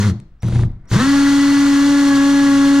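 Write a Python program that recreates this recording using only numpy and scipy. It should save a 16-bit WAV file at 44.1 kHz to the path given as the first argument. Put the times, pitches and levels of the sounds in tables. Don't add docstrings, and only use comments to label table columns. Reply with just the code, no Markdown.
import sys
import numpy as np
from scipy import signal
from scipy.fft import rfft, irfft, next_fast_len
from scipy.io import wavfile
from scipy.ndimage import map_coordinates

SR = 44100
rng = np.random.default_rng(int(sys.argv[2]) if len(sys.argv) > 2 else 0)


def to_wav(sig):
    pcm = np.clip(np.atleast_2d(sig), -1, 1) * 32767
    pcm = np.round(pcm).astype(np.int16)
    wavfile.write(sys.argv[1], SR, pcm.T)


N = 123479


def amp(db):
    return 10 ** (np.asarray(db) / 20)


def unit(x):
    return x / np.sqrt(np.mean(x ** 2) + 1e-20)


def along(points, hz):
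    f, v = np.transpose(points)
    return np.interp(np.log(hz + 1), np.log(f + 1), v)


def clock():
    return np.arange(N) / SR


def curves(rows):
    times, *columns = np.transpose(rows)
    return [np.interp(clock(), times, column) for column in columns]


def during(start, end, edge=0.0021):
    return np.clip(np.minimum(clock() - start, end - clock()) / edge + 1, 0, 1)


def decays(hits, t60):
    t = clock()
    return sum((t >= start) * amp(db - 60 * np.abs(t - start) / t60) for start, db in hits)


def wobble(rate):
    return map_coordinates(rng.standard_normal(int(N * rate / SR) + 4), [clock() * rate])


def filtered(x, response):
    size = next_fast_len(N + SR // 2)
    return irfft(rfft(x, size) * response(np.fft.rfftfreq(size, 1 / SR)), size)[..., :N]


def turned(hz):
    return 2 * np.pi * np.cumsum(hz) / SR


def partial(angle, order, scatter_rad=1.1):
    spread = np.array([[1], [-1]]) * rng.normal(0, 0.023) * order
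    return np.sqrt(2) * np.cos(order * angle + rng.normal(0, scatter_rad) + spread)


# (frequency [Hz], left-right correlation [0-1])
NOISE_CORRELATION = [(400, 1), (1400, 1), (2800, 0.84), (5500, 0.77), (11000, 0.54)]
def noise(spectrum):
    def mid_side(hz):
        width = np.arccos(np.clip(along(NOISE_CORRELATION, hz), -1, 1)) / 2
        return amp(along(spectrum, hz)) * [np.cos(width), np.sin(width)]
    mid, side = filtered(rng.standard_normal((2, N)), mid_side)
    return np.array([mid + side, mid - side]) / np.std(mid)


# (frequency [Hz], relative level [dB])
ROOM_TONE_EQ = [(120, -8), (400, -30), (1500, -33), (16000, -66)]
def room_tone():
    return amp(-54.5) * noise(ROOM_TONE_EQ)


# (frequency [Hz], t60 [s])
ROOM_DECAY = [(200, 0.5), (1500, 0.41), (4000, 0.47), (10000, 0.24)]
def room_reverb(x):
    hz, t, bands = signal.stft(rng.standard_normal((2, SR // 2)), SR, nperseg=256)
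    fade = amp(-60 * t / along(ROOM_DECAY, hz)[:, None])
    tail = signal.istft(bands * fade, SR, nperseg=256)[1]
    return signal.fftconvolve(x, tail / np.linalg.norm(tail[0]), axes=1)[:, :N]


# (time [s], level [dB])
SHUDDER_LEVEL = [(0, -25), (.15, -24.5), (.21, -35.5), (.32, -52.5), (.415, -64), (.44, -24.5),
                 (.64, -20.5), (.7, -30), (.8, -46), (.9, -55), (.93, -12), (1.1, -29.5), (1.5, -38.5),
                 (2.8, -37)]
SUB_LEVEL = [(.4, -45), (.55, -21), (.68, -24), (.8, -41.5), (1.0, -34), (1.17, -32), (1.5, -56),
             (2.8, -53)]
# (frequency [Hz], relative level [dB])
SHUDDER_EQ = [(35, -8), (68, -4), (92, -2), (120, 15.5), (150, 0), (200, 7), (270, -9.5), (335, -2.5),
              (400, -15), (480, -21.5), (600, -20), (1200, -31), (4000, -120)]
SUB_EQ = [(20, 3), (45, -1), (65, -1), (400, -120)]
def wall_rumble():
    shudder = amp(curves(SHUDDER_LEVEL)[0]) * noise(SHUDDER_EQ)
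    sub = amp(curves(SUB_LEVEL)[0]) * noise(SUB_EQ)
    return shudder + sub


# (time [s], level [dB])
TRIGGER_HITS = [(.2005, -44), (.4235, -40), (.718, -61), (.855, -57)]
# (frequency [Hz], relative level [dB])
TRIGGER_EQ = [(500, -17), (3000, -4), (7000, -7), (9000, 1), (11000, -25), (15000, -22)]
def trigger():
    return noise(TRIGGER_EQ) * decays(TRIGGER_HITS, t60=0.013)


# (start [s], length [s], pitch [Hz], level [dB])
WHISTLE_CUES = [(0, .028, 6500, -40), (.406, .011, 5650, -61), (.426, .074, 6040, -54),
                (.507, .075, 7020, -59), (.555, .04, 6000, -58), (.876, .012, 5650, -61),
                (.893, .024, 6520, -52)]
def speed_control():
    whistle = np.zeros((2, N))
    for start, length, hz, db in WHISTLE_CUES:
        envelope = amp(db + 3 * wobble(400)) * during(start, start + length, edge=.005)
        whistle += envelope * partial(turned(hz + 90 * wobble(2500)), 1)
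    return whistle


# (time [s], clack level [dB], wall thump level [dB])
KNOCK_HITS = [(.432, -26, -15.5), (.4845, -26.5, -15.5), (.5235, -23, -13.5), (.557, -21.5, -14),
              (.5915, -22.5, -16), (.635, -21.5, -17), (.915, -17, -16)]
# (frequency [Hz], level relative to the thump [dB], t60 [s])
WALL_MODES = [(91.6, -1, 0.3), (118.7, 5, 0.24), (178.5, 0.5, 0.13), (203, -17, 0.16), (353, -12.5, 0.043),
              (486, -21, 0.14)]
# (frequency [Hz], relative level [dB])
CLACK_EQ = [(200, 10.5), (700, -0.5), (900, -3.5), (1500, -0.5), (2150, -2.5), (2500, -20), (5000, -41),
            (12000, -65)]
def gear_knocks(wall_attack_s=0.0048):
    clack = noise(CLACK_EQ) * decays([hit[:2] for hit in KNOCK_HITS], t60=.024)
    ring = np.zeros(N)
    for start, _, thump_db in KNOCK_HITS:
        t = np.maximum(clock() - start, 0)
        attack = 1 - np.exp(-t / wall_attack_s)
        for hz, db, t60 in WALL_MODES:
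            envelope = attack * amp(thump_db + db - 60 * t / t60)
            ring -= envelope * np.sin(2 * np.pi * hz * t + rng.normal(0, .2))
    return clack, ring


# (time [s], level [dB])
GRIP_LEVEL = [(.62, -79), (.7, -56), (.82, -63), (.86, -52.5), (.95, -50)]
def grip():
    return amp(curves(GRIP_LEVEL)[0]) * noise(CLACK_EQ)


# (time [s], level [dB])
SCRATCH_LEVEL = [(.418, -59), (.428, -48), (.46, -43), (.53, -40.5), (.57, -38), (.636, -43), (.69, -71)]
# (frequency [Hz], relative level [dB])
SCRATCH_EQ = [(300, -10), (800, 6), (1400, 2), (2500, -3), (3500, -0.5), (5600, -7), (7000, -7),
              (8000, -12.5), (9500, -6.5), (10600, -34), (15000, -29)]
def brush_scratch():
    gate = during(SCRATCH_LEVEL[0][0], SCRATCH_LEVEL[-1][0])
    grain = unit(amp(2.2 * wobble(700) + 0.84 * wobble(89.4)))
    return gate * amp(curves(SCRATCH_LEVEL)[0]) * grain * noise(SCRATCH_EQ)


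def repeat_each_turn(x, angle, share=.28, top_hz=5500):
    turn_ago = np.rint(np.interp(angle - 2 * np.pi, angle, np.arange(N))).astype(int)
    dulled = filtered(x, lambda hz: 1 / np.sqrt(1 + (hz / top_hz) ** 10))
    return unit(x + share * dulled[:, turn_ago])


# (frequency [Hz], relative level [dB])
GEAR_EQ = [(250, -4.5), (480, -3.5), (730, -6), (1050, 4), (1550, 3.5), (2050, 0.5), (2400, -8.5),
           (4000, -16.5), (13000, -63)]
BRUSH_EQ = [(400, -5.5), (1500, -49), (2500, -3), (3500, 2), (3900, -1.5), (4280, 4.5), (4800, -1.5),
            (6300, 0.5), (7400, -2.5), (7950, -9), (8800, -5), (10200, -14.5), (12500, -18), (15500, -29)]
def friction(angle, rattle_db, hiss_db):
    rattle = repeat_each_turn(noise(GEAR_EQ), angle)
    pulse = unit(amp(2 * np.cos(angle) + np.cos(2 * angle)))
    hiss = repeat_each_turn(noise(BRUSH_EQ), angle)
    grain = unit(amp(1.1 * np.sin(angle) + 0.6 * wobble(800) + 0.55 * wobble(40.14)))
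    return amp(rattle_db) * pulse * rattle + amp(hiss_db) * grain * hiss


# (time [s], motor speed [Hz], hum [dB], rattle [dB], hiss [dB])
SHORT_PULL = [(0, 97.7, -13.5, -34, -32), (0.036, 104, -15, -26.5, -34), (0.074, 103.9, -11.5, -33.5, -36),
              (0.104, 91, -14, -35.5, -36), (0.126, 88, -18, -51, -62), (.16, 40.3, -42, -75, -78)]
# (shaft order [x speed], relative level [dB])
SHORT_HUM_ORDERS = [(1, 2), (2, -1), (3, -22), (4, -20.5), (5, -23)]
def short_pull():
    speed, hum_db, rattle_db, hiss_db = curves(SHORT_PULL)
    angle = turned(speed)
    gate = during(0, SHORT_PULL[-1][0])
    hum = unit(sum(amp(db) * partial(angle, order) for order, db in SHORT_HUM_ORDERS))
    return gate * amp(hum_db) * hum, gate * friction(angle, rattle_db, hiss_db)


# (shaft order [x speed], relative level [dB])
GEAR_TONES = [(1 / 14, -27.5), (3 / 7, -35), (1 / 2, -33.5), (6 / 7, -28.5), (3 / 2, -36.5)]
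def shaft_hum(angle, speed, wall_lag_s=.017, low_cut_hz=64):
    def late(curve):
        return np.interp(clock() - wall_lag_s, clock(), curve)
    hum = partial(late(angle), 1) / np.sqrt(1 + (low_cut_hz / late(speed)) ** 6)
    for order, db in GEAR_TONES:
        hum += amp(db + 0.4 * wobble(20)) * partial(angle + 2.53 * wobble(10), order)
    return hum


# (centre [Hz], half width [Hz], gain [dB])
SWEEP_EQ = [(440, 150, 2), (716, 200, -7.5)]
def sweep_db(hz):
    return sum(db * np.exp(-((hz - centre) / width) ** 2) for centre, width, db in SWEEP_EQ)


# (shaft order [x speed], relative level turning freely [dB], the same biting [dB])
BUZZ_ORDERS = [(2, -28.5, -16.5), (3, -23, -18), (4, -27.5, -20), (5, -25, -25.5), (6, -27.5, -18.5),
               (7, -24.5, -26), (8, -35, -35), (10, -35, -32), (11, -40, -40), (12, -37.5, -33.5),
               (13, -41, -34.5), (15, -38, -33), (16, -31, -39)]
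def motor_buzz(angle, speed, bite_midpoint_s=1.89, bite_length_s=0.6):
    bite = np.clip((clock() - bite_midpoint_s) / bite_length_s + .5, 0, 1)
    shaky_angle = angle + .0175 * (wobble(76) + wobble(300))
    buzz = np.zeros((2, N))
    for order, free_db, biting_db in BUZZ_ORDERS:
        level_db = sweep_db(order * speed) + free_db + bite * (biting_db - free_db)
        flutter_db = 1.9 * (1 - .5 * bite) * wobble(22.14)
        swell_db = .6 * wobble(5.48)
        tone = partial(shaky_angle + 0.084 * wobble(35.02), order)
        buzz += amp(level_db + flutter_db + swell_db) * tone
    return buzz


# (time [s], motor speed [Hz], hum [dB], rattle [dB], hiss [dB])
REV_UP = [(.882, 10.6, -36, -63, -61), (.917, 69.3, -16, -37.5, -32), (.935, 128, -32, -27.5, -28.5),
          (.965, 227, -7, -25.5, -29.5), (0.984, 212, -27, -28, -28.5), (1.005, 255, -14, -22, -28.5),
          (1.045, 272, -15.5, -26.5, -29), (1.085, 280, -11.5, -27, -28)]
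# (time [s], motor speed [Hz])
DRIVE_SPEED = [(1.12, 280.1), (1.36, 281.3), (1.6, 282.1), (1.8, 280.8), (1.86, 284.3), (1.96, 283.1),
               (2.04, 281.4), (2.18, 277.5), (2.25, 280.5), (2.44, 280.7), (2.51, 278.3), (2.62, 278.6),
               (2.72, 280.1)]
# (time [s], hum [dB], rattle [dB], hiss [dB])
DRIVE_LEVELS = [(1.15, -11.5, -27.5, -28.5), (1.7, -11.5, -28.5, -29.5), (2.25, -11.5, -30, -30),
                (2.8, -10.5, -30, -30.5)]
def long_pull(buzz_boost_db=17.5):
    speed, = curves([row[:2] for row in REV_UP] + list(DRIVE_SPEED))
    hum_db, rattle_db, hiss_db = curves([(row[0], *row[2:]) for row in REV_UP] + DRIVE_LEVELS)
    angle = turned(speed)
    gate = during(REV_UP[0][0], N / SR)
    hum = amp(hum_db) * shaft_hum(angle, speed)
    buzz = amp(rattle_db + buzz_boost_db) * motor_buzz(angle, speed)
    return gate * hum, gate * (buzz + friction(angle, rattle_db, hiss_db))


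def scene():
    short_hum, short_rasp = short_pull()
    long_hum, long_rasp = long_pull()
    clack, wall_ring = gear_knocks()
    bright = short_rasp + long_rasp + clack + brush_scratch() + speed_control() + trigger() + grip()
    low = short_hum + long_hum + wall_ring + wall_rumble()
    return room_tone() + low + bright + amp(-15.5) * room_reverb(bright)


# (frequency [Hz], left minus right level [dB])
STEREO_TILT = [(300, 1.05), (700, .5), (2800, 2.3), (5000, 1.8), (8500, -2.8), (15000, -4.5)]
# (frequency [Hz], left minus right phase [rad])
STEREO_PHASE = [(120, -0.095), (280, -0.2), (1400, -0.44), (4000, -0.56), (7500, -1.14)]
def record(dry, top_hz=15700):
    sides = np.array([[.5], [-.5]])
    def response(hz):
        gain = amp(along(STEREO_TILT, hz) * sides)
        phase = along(STEREO_PHASE, hz) * sides
        return gain * np.exp(1j * phase) * (hz < top_hz)
    return filtered(dry, response)


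dry = scene()
out = record(dry)
to_wav(out)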